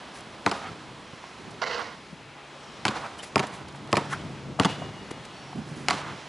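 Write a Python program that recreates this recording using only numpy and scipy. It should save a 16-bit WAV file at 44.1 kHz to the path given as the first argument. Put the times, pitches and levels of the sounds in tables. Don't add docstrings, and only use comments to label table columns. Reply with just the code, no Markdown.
import sys
import numpy as np
from scipy import signal
from scipy.io import wavfile
from scipy.ndimage import uniform_filter1d

SR = 44100
rng = np.random.default_rng(int(sys.argv[2]) if len(sys.argv) > 2 else 0)


def inscribe(sig):
    pcm = np.round(np.clip(np.atleast_2d(sig).T, -1, 1) * 32767)
    wavfile.write(sys.argv[1], SR, pcm.astype(np.int16))


def convert_level_to_amplitude(level_db):
    exponent = np.asarray(level_db, float) / 20
    return 10 ** exponent


N = 276948

# pitch in Hz, level in dB per Hz.
TRAFFIC_COLOUR = [(30, -8), (60, -7), (120, -14), (250, -5.5), (500, -8), (900, -6.5), (1700, -12),
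                  (3300, -15), (5600, -23.5), (8000, -29.5), (11000, -37)]
# time in seconds, level in dB, left minus right in dB.
TRAFFIC_LEVEL = [(0, -47, -0.6), (.9, -49, -0.3), (1.7, -48, -1), (2.25, -51, 1.4), (2.8, -47.5, 1),
                 (3.7, -50, -0.5), (4.2, -47, 0.5), (4.55, -51, 1.2), (5.1, -47.5, 1.3), (5.6, -48.5, -1),
                 (6.28, -46.5, -2)]
# time in seconds, level in dB.
WIND_LEVEL = [(0, -55), (.9, -43.5), (1.25, -64), (1.45, -43), (1.95, -55), (2.25, -49.5), (2.65, -99),
              (2.8, -43.5), (3.3, -50), (3.55, -40.5), (3.75, -47.5), (4.2, -38.5), (4.55, -42),
              (4.75, -35.5), (5.1, -46.5), (5.6, -49.5), (6.15, -41), (6.28, -54)]
# middle in seconds, half length in seconds, level in dB.
FAN_SWELLS = [
    (1.25, .15, -70),
    (2.453, 0.27, -56.5),
    (3.598, 0.11, -67),
    (4.12, 0.44, -41.5),
    (4.703, 0.21, -40.5),
    (5.67, 0.18, -44),
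    (5.997, 0.26, -48),
]
FAN_HZ, FAN_REST_DB = 143.4, -59.5
# pitch in Hz, width in Hz, level in dB.
WHINE_LINES = [(3100, 450, 0), (5500, 330, 0)]
# start in seconds, length in seconds, level in dB.
WHINE_SPELLS = [
    (1.0, .38, -64),
    (2.56, .3, -62),
    (3.96, .34, -60),
    (5.28, .3, -62),
    (6.08, .2, -62),
]
# start in seconds, length in seconds, pitch in Hz,
# width in Hz, level in dB.
SQUEAKS = [
    (3.186, .032, 3050, 90, -46),
    (3.2, .024, 3600, 90, -48),
    (3.245, .03, 2400, 120, -52),
    (4.88, .24, 4450, 40, -63),
    (5.3, .28, 4450, 50, -63),
    (.55, .07, 1230, 90, -45),
    (.61, .1, 1290, 90, -41.5),
    (.6, .1, 760, 90, -44),
    (2.89, .11, 1250, 250, -40),
    (5.96, .2, 1100, 700, -42),
]
# time in seconds, level in dB,
# centre in Hz, left minus right in dB, length in ms.
THUDS = [(.4, -51, 300, 3, 6.4), (1.138, -42, 170, -7, 10), (1.403, -43.5, 240, -6, 15),
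         (1.487, -49, 227, -11, 20), (1.553, -40, 280, -3, 8.1), (2.133, -40.5, 177, 3, 17),
         (2.689, -47, 212, 6, 17), (3.613, -38, 352, -5, 7.5), (4.822, -34, 706, 1.1, 5.6),
         (5.116, -29, 263, 2.5, 3.5), (5.53, -40, 900, 3, 4.9), (5.562, -31, 193, -4.5, 9.1),
         (5.591, -29.5, 163, -4, 21), (5.675, -38.5, 195, -5, 15), (5.721, -35, 162, -3, 19),
         (5.779, -32.5, 188, -3.5, 17), (5.825, -40, 210, -5, 29)]
# time in seconds,
# level in dB, centre in Hz, left minus right in dB, length in ms.
SCUFFS = [(0.458, -35, 347, 11, 3), (0.641, -42, 1200, -3, 15), (0.668, -43, 1970, -2.1, 38),
          (1.241, -35, 1080, -2.5, 1.6), (1.796, -33, 1060, -13, 14), (3.05, -33.5, 1140, 0, 20),
          (3.238, -40.5, 483, 2.1, 9.4), (3.75, -36, 900, 0.1, 1.9), (3.892, -35.5, 496, 3, 3.8),
          (4.117, -38, 1500, 2.1, 10), (4.134, -25.5, 1380, 1.1, 10.4), (4.593, -22, 720, 8, 2.6),
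          (4.712, -41, 2740, 3.5, 40), (5.112, -34, 1100, 1, 2.7)]
# time in seconds, level in dB, length in ms.
SLIDES = [(0.144, -48, 5), (0.169, -44, 26), (0.189, -43, 4), (.208, -42, 3.6), (0.579, -51, 18),
          (1.512, -44, 5.9), (3.192, -40.5, 12), (3.238, -33, 10.4), (3.274, -45, 19), (3.471, -38, 5.3),
          (3.55, -43.5, 27), (3.686, -39, 3.1), (3.711, -53, 2.2), (3.726, -46, 2.2), (3.763, -47, 8.9),
          (3.875, -48, 2.5), (3.919, -37, 3.4), (4.115, -39, 14), (4.132, -35, 11.5), (4.712, -42, 17),
          (5.113, -33, 4), (5.254, -39.5, 4.2), (5.7, -49, 41), (5.801, -48.5, 90)]
THUD_HISS_DB, SCUFF_HISS_DB = -23, -15.5
SLIDE_BODY_DB, SLIDE_HZ, SLIDE_PAN_DB = -14, 2140, 1
# time in seconds, pressure in dB.
DRAG_PRESSURE = [(1.61, -31), (1.635, -27.5), (1.65, -33), (1.668, -27.5), (1.69, -34), (1.715, -32),
                 (1.765, -33), (1.85, -39.5), (1.955, -45)]
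# pitch in Hz, width in Hz, level in dB.
DRAG_PEAKS = [(490, 70, 1), (680, 60, 0), (1080, 300, -3), (1400, 250, -3), (2000, 330, -2),
              (2700, 700, -7.5), (3800, 1200, -13)]
DRAG_HISS_DB, DRAG_PAN_DB = -27, -5
# pitch in Hz, level in dB, seconds to fade by 60 dB.
DRAIN_COVER = [(2872, -44, 2.1), (2879, -44.5, 2.1), (3520, -48, 1.3), (3900, -50, .9)]
# centre in Hz, level in dB, seconds to fade by 60 dB.
YARD_BANDS = [(120, 11, 0.94), (300, -21, .7), (800, 23.5, 1), (1500, 10.5, 0.72), (2950, 2.5, 1),
              (6000, -44, 0.59), (9500, -35, 0.27)]
# ball's contact in ms, yard tail in dB, early scatter in dB,
# yard bass in dB, yard treble in dB.
SPOTS = [(12.76, -0.7, -1, -2.5, 8.5), (11.2, 1.9, 12, -3, 7), (11.8, 1, -2, 10, 4.5),
         (13.2, 0.2, 2, -1.1, 6.5), (12.95, .6, -1, 1, 9), (11.6, 0, 9, 13, 10.5)]
PLACES = [(8.66, 5.42), (4.94, 2.57), (6.17, 3.6), (6.95, 4.51), (8.5, 6.1), (3.94, 2.74)]
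# glass in dB, its extra ring in dB, door recess in dB,
# gate in dB, second trip to the glass in dB.
FACING = [(-5.5, 3.5, -8, -2, -10.5), (2, -4, -1, -1.5, -5), (-3, -5, 0.7, 1.5, -3.5),
          (2, -0.5, -2, 0.5, -5), (0.8, -1.1, 0.7, -1.5, -5), (1, 3.8, -6, 0, 6.5)]
# slap in dB, ring in dB, thump in dB, left minus right in dB.
GLASS, RECESS = (-7, -4, -2.5, .6), (-13, -10.5, -6.5, .6)
GATE, GLASS_AGAIN = (-15.5, -20, -15, -6.5), (-24, -15, -9, 0.5)
RECESS_M = .93
SMEAR_MS_PER_M, GATE_SMEAR_MS, WALL_BLUR = 0.46, 3.3, 0.46
# time in seconds, slap in dB, ring in dB, thump in dB, ring pitch factor.
BOUNCES = [
    (0.4624, -6.5, -4.5, -14.5, 1.01),
    (2.852, -4.5, -11.5, -20.5, 1.12),
    (3.3573, -5, -5.5, -13, 0.93),
    (3.928, -5, -8, -13, 0.9),
    (4.5977, -4.5, -7, -11, .97),
    (5.884, -2, -10, -25, 1.07),
]
# centre in Hz, width in Hz, level in dB.
SLAP = [(1620, 4400, 28), (3540, 2800, -25.5), (6550, 1600, 7.5), (8800, 3000, 0)]
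# pitch in Hz, level in dB, seconds to fade by 60 dB.
RING = [(795, 3, 0.047), (1041, -5, 0.097), (1318, 4.5, 0.033), (2056, -10.5, 0.048)]
# pitch in Hz, level in dB, seconds to fade by 60 dB.
THUMP = [(123, -8, 0.05), (146, -5.3, 0.07), (212, 3, 0.039), (299.5, -0.4, 0.055), (414, 2, 0.033)]
BALL_PAN_DB, TAIL_DB, LIFT_OFF_DB = 1.5, -42.5, -8.5
THUMP_PHASE = 0.62
TOP_HZ = 11050


def unit(x):
    return x / np.sqrt(np.mean(x ** 2))


def band(x, hz, width_hz):
    return signal.lfilter(*signal.iirpeak(min(hz, 12000), hz / width_hz, SR), x)


def steep(x, hz, width_hz):
    return band(band(x, hz, width_hz), hz, width_hz)


def curve(table):
    s, *columns = np.transpose(table)
    return [np.interp(np.arange(N) / SR, s, column) for column in columns]


def walk(rate):
    hold = int(SR / rate)
    steps = np.repeat(rng.standard_normal(N // hold + 1), hold)
    return 2.024 * uniform_filter1d(uniform_filter1d(steps, hold), hold)[:N]


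def stereo(mid, side):
    return mid + side * np.array([[1], [-1]])


def add(out, x, s, pan_db):
    i = int(s * SR)
    x = x[..., :N - i]
    out[:, i:i + x.shape[-1]] += x * convert_level_to_amplitude(stereo(0, pan_db / 2))


def traffic():
    hz_points, db_points = np.transpose(TRAFFIC_COLOUR)
    hum = 0
    for hz in 40 * 2 ** np.arange(0, 8.3, 1 / 3):
        mid, side = (steep(rng.standard_normal(N), hz, hz / 3) for _ in range(2))
        db = np.interp(np.log(hz), np.log(hz_points), db_points) + 0.63 * walk(4.84)
        hum = hum + convert_level_to_amplitude(db) * stereo(mid, (0.12 + 0.14 * hz / 10000) * side)
    hum = hum / np.std(band(hum[0], 2300, 3230))
    level_db, pan_db = curve(TRAFFIC_LEVEL)
    return hum * convert_level_to_amplitude(stereo(level_db, pan_db / 2))


def wind():
    level_db, = curve(WIND_LEVEL)
    gust = band(band(rng.standard_normal((2, N)), 113, 250), 164, 253)
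    return unit(stereo(gust[0], 0.15 * gust[1])) * convert_level_to_amplitude(level_db - 1 + 1.2 * walk(27))


def fan():
    t = np.arange(N) / SR
    swell = convert_level_to_amplitude(FAN_REST_DB)
    for middle, half, db in FAN_SWELLS:
        swell = swell + convert_level_to_amplitude(db) * np.exp(-((t - middle) / half) ** 2)
    turns = np.cumsum(FAN_HZ + 1.323 * walk(4.3)) / SR
    return 1.23 * np.sin(2 * np.pi * turns) * swell * convert_level_to_amplitude(-2.5)


def whines_and_squeaks():
    out = np.zeros((2, N))
    spells = [(start, length, hz, width, db + line_db)
              for start, length, db in WHINE_SPELLS for hz, width, line_db in WHINE_LINES]
    for start, length, hz, width, db in spells + SQUEAKS:
        size = int(length * SR)
        line = unit(band(band(rng.standard_normal(SR)[:size], hz, width), hz, 3 * width))
        fade = signal.windows.tukey(size, .5)
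        add(out, line * fade * convert_level_to_amplitude(db + 1.0 * walk(26)[:size]), start, 0)
    return out


def grit(size, spread_db):
    return unit(rng.standard_normal(size) * convert_level_to_amplitude(spread_db * rng.exponential(size=size)))


def steps():
    out = np.zeros((2, N))
    ms = np.arange(-2000, 4000) / SR * 1000
    rows = [(s, db, hz, db + THUD_HISS_DB, pan, length) for s, db, hz, pan, length in THUDS]
    rows += [(s, db, hz, db + SCUFF_HISS_DB, pan, length) for s, db, hz, pan, length in SCUFFS]
    rows += [(s, db + SLIDE_BODY_DB, SLIDE_HZ, db, SLIDE_PAN_DB, length) for s, db, length in SLIDES]
    for s, db, hz, hiss_db, pan, length in rows:
        grains = grit(len(ms), 2.4)
        body = unit(steep(grains, hz, 0.79 * hz))
        hiss = unit(0.31 * np.diff(grains, 2, prepend=[0, 0]) + 0.9 * band(grains, 5000, 9100))
        swell = np.exp(-np.where(ms < 0, (ms / length) ** 2, ms / length))
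        add(out, (convert_level_to_amplitude(db) * body + convert_level_to_amplitude(hiss_db) * hiss) * swell, s - 2000 / SR, pan)
    return out


def drag():
    pressure_db, = curve(DRAG_PRESSURE)
    grains = grit(N, 3.3)
    body = 0
    for hz, width, db in DRAG_PEAKS:
        body = body + convert_level_to_amplitude(db + 1.0 * walk(60)) * steep(grains, hz, 1.8 * width)
    body = unit(signal.sosfilt(signal.butter(3, [360, 6500], "band", fs=SR, output="sos"), body))
    hiss = unit(steep(grains, 4200, 1700))
    on = (np.arange(N) > 1.616 * SR) & (np.arange(N) < 1.952 * SR)
    level = convert_level_to_amplitude(stereo(pressure_db + 1.1 * walk(80), DRAG_PAN_DB / 2))
    return on * (body + convert_level_to_amplitude(DRAG_HISS_DB) * hiss) * level


def drain_cover():
    out = np.zeros((2, N))
    t = np.arange(SR) / SR
    ringing = sum(convert_level_to_amplitude(db) * np.cos(2 * np.pi * hz * (t - .108)) * 1000. 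** (-t / t60)
                  for hz, db, t60 in DRAIN_COVER)
    add(out, ringing * np.minimum(t * 100, 1), BOUNCES[4][0], 0)
    return out


def yard(db, early_db, bass_db, treble_db):
    t = np.arange(int(.9 * SR)) / SR

    def diffuse():
        total = 0
        for hz, band_db, t60 in YARD_BANDS:
            tilt_db = bass_db * (hz < 400) + treble_db * (hz > 2000)
            noise = steep(rng.standard_normal(len(t)), hz, 1.38 * hz)
            total = total + convert_level_to_amplitude(band_db + tilt_db) * noise * 1000. ** (-t / t60)
        return total

    mid, side = diffuse(), diffuse()
    scatter_db = early_db * np.exp(-t / 0.016)
    shape = (1 - np.exp(-t / 0.012)) * convert_level_to_amplitude(db + scatter_db + 1.6 * walk(58.3)[:len(t)])
    return shape * stereo(mid, 0.035 * side + 0.25 * np.diff(side, prepend=0))


def modes(table, t, phase, detune):
    x = 0
    for (hz, db, t60), p, d in zip(table, phase, detune):
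        x = x + convert_level_to_amplitude(db) * np.sin(2 * np.pi * hz * (1 + d) * t + p) * 1000. ** (-t / t60)
    return x / np.abs(x).max()


def bounce(slap_db, ring_db, thump_db, smear_ms, pitch, contact_s, chance):
    t = np.arange(4000) / SR
    rough = rng.standard_normal(len(t))
    push = rough * (0.17 * np.exp(-t * 1000 / smear_ms) + 0.021 * np.exp(-t / 0.0087))
    push[:3] += 1.5 / smear_ms
    push = push + 0.53 * np.roll(push, int(22 + 5 * np.clip(chance[0, 4], -2, 2)))
    slap = sum(convert_level_to_amplitude(db) * steep(push, hz, width) for hz, width, db in SLAP)
    slap = slap / np.abs(slap).max()
    dip = 0.41 + 0.93 * np.cos(2 * np.pi * (t - .0025) / (0.78 * contact_s))
    squash = np.where(t < contact_s, dip, .4) * np.exp(np.minimum(t, contact_s) * 90)
    ring = modes(RING, t * pitch, chance[0], 0.03 * chance[1]) * uniform_filter1d(squash, 40)
    rise = (1 - np.exp(-t * 1000 / (0.62 + 0.44 * smear_ms))) ** 2
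    thump = modes(THUMP, t, THUMP_PHASE + 0.52 * chance[2], 0.081 * chance[3])
    thump = thump + convert_level_to_amplitude(LIFT_OFF_DB) * np.roll(rise * thump, int(0.834 * contact_s * SR))
    x = convert_level_to_amplitude(slap_db + 1.5) * slap + rise * (convert_level_to_amplitude(ring_db) * ring + convert_level_to_amplitude(thump_db + 13.0) * thump)
    x = signal.sosfilt(signal.butter(3, 95, "high", fs=SR, output="sos"), x)
    return np.pad(x, (round(.0007 * SR), 0))


def ball():
    out = np.zeros((2, N))
    for hit, place, facing, spot in zip(BOUNCES, PLACES, FACING, SPOTS):
        s, *layers_db, pitch = hit
        front, gate = place
        glass_db, ring_db, recess_db, gate_db, again_db = facing
        contact_ms, tail_db, *colour = spot
        contact_s = contact_ms / 1000
        chance = rng.standard_normal((4, 5))
        add(out, bounce(*layers_db, 1.92, pitch, contact_s, chance), s, BALL_PAN_DB)
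        add(out, yard(TAIL_DB + tail_db, *colour), s, -1.5)
        smear = max(SMEAR_MS_PER_M * front, .5)
        echoes = [(GLASS, front, glass_db + ring_db * np.array([0, 1, 0]), smear),
                  (RECESS, front + RECESS_M, recess_db, smear),
                  (GATE, gate, gate_db, GATE_SMEAR_MS),
                  (GLASS_AGAIN, 2 * front, again_db, smear)]
        for wall, metres, db, smear_ms in echoes:
            echo_db = np.add(layers_db, wall[:3]) + db
            blurred = chance + WALL_BLUR * rng.standard_normal((4, 5))
            echo = bounce(*echo_db, smear_ms, pitch, contact_s, blurred)
            add(out, echo, s + 2 * metres / 343, wall[3])
    return out


def scene():
    background = traffic() + wind() + fan() + whines_and_squeaks()
    return background + steps() + drag() + drain_cover() + ball()


def roll_off(x):
    return signal.sosfilt(signal.butter(12, 12230, fs=SR, output="sos"), x)


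def record(dry):
    mid = dry.mean(axis=0)
    skew = 0.15 * band(mid, 60, 120) - 0.15 * band(mid, 1010, 600)
    skew = skew + 0.25 * np.roll(steep(mid, 8600, 6500), 3)
    x = signal.sosfilt(signal.butter(2, 70, "high", fs=SR, output="sos"), stereo(dry, skew))
    x = signal.sosfilt(signal.ellip(8, .3, 32, TOP_HZ, fs=SR, output="sos"), np.tanh(x))
    return roll_off(x)


dry = scene()
out = record(dry)
inscribe(out)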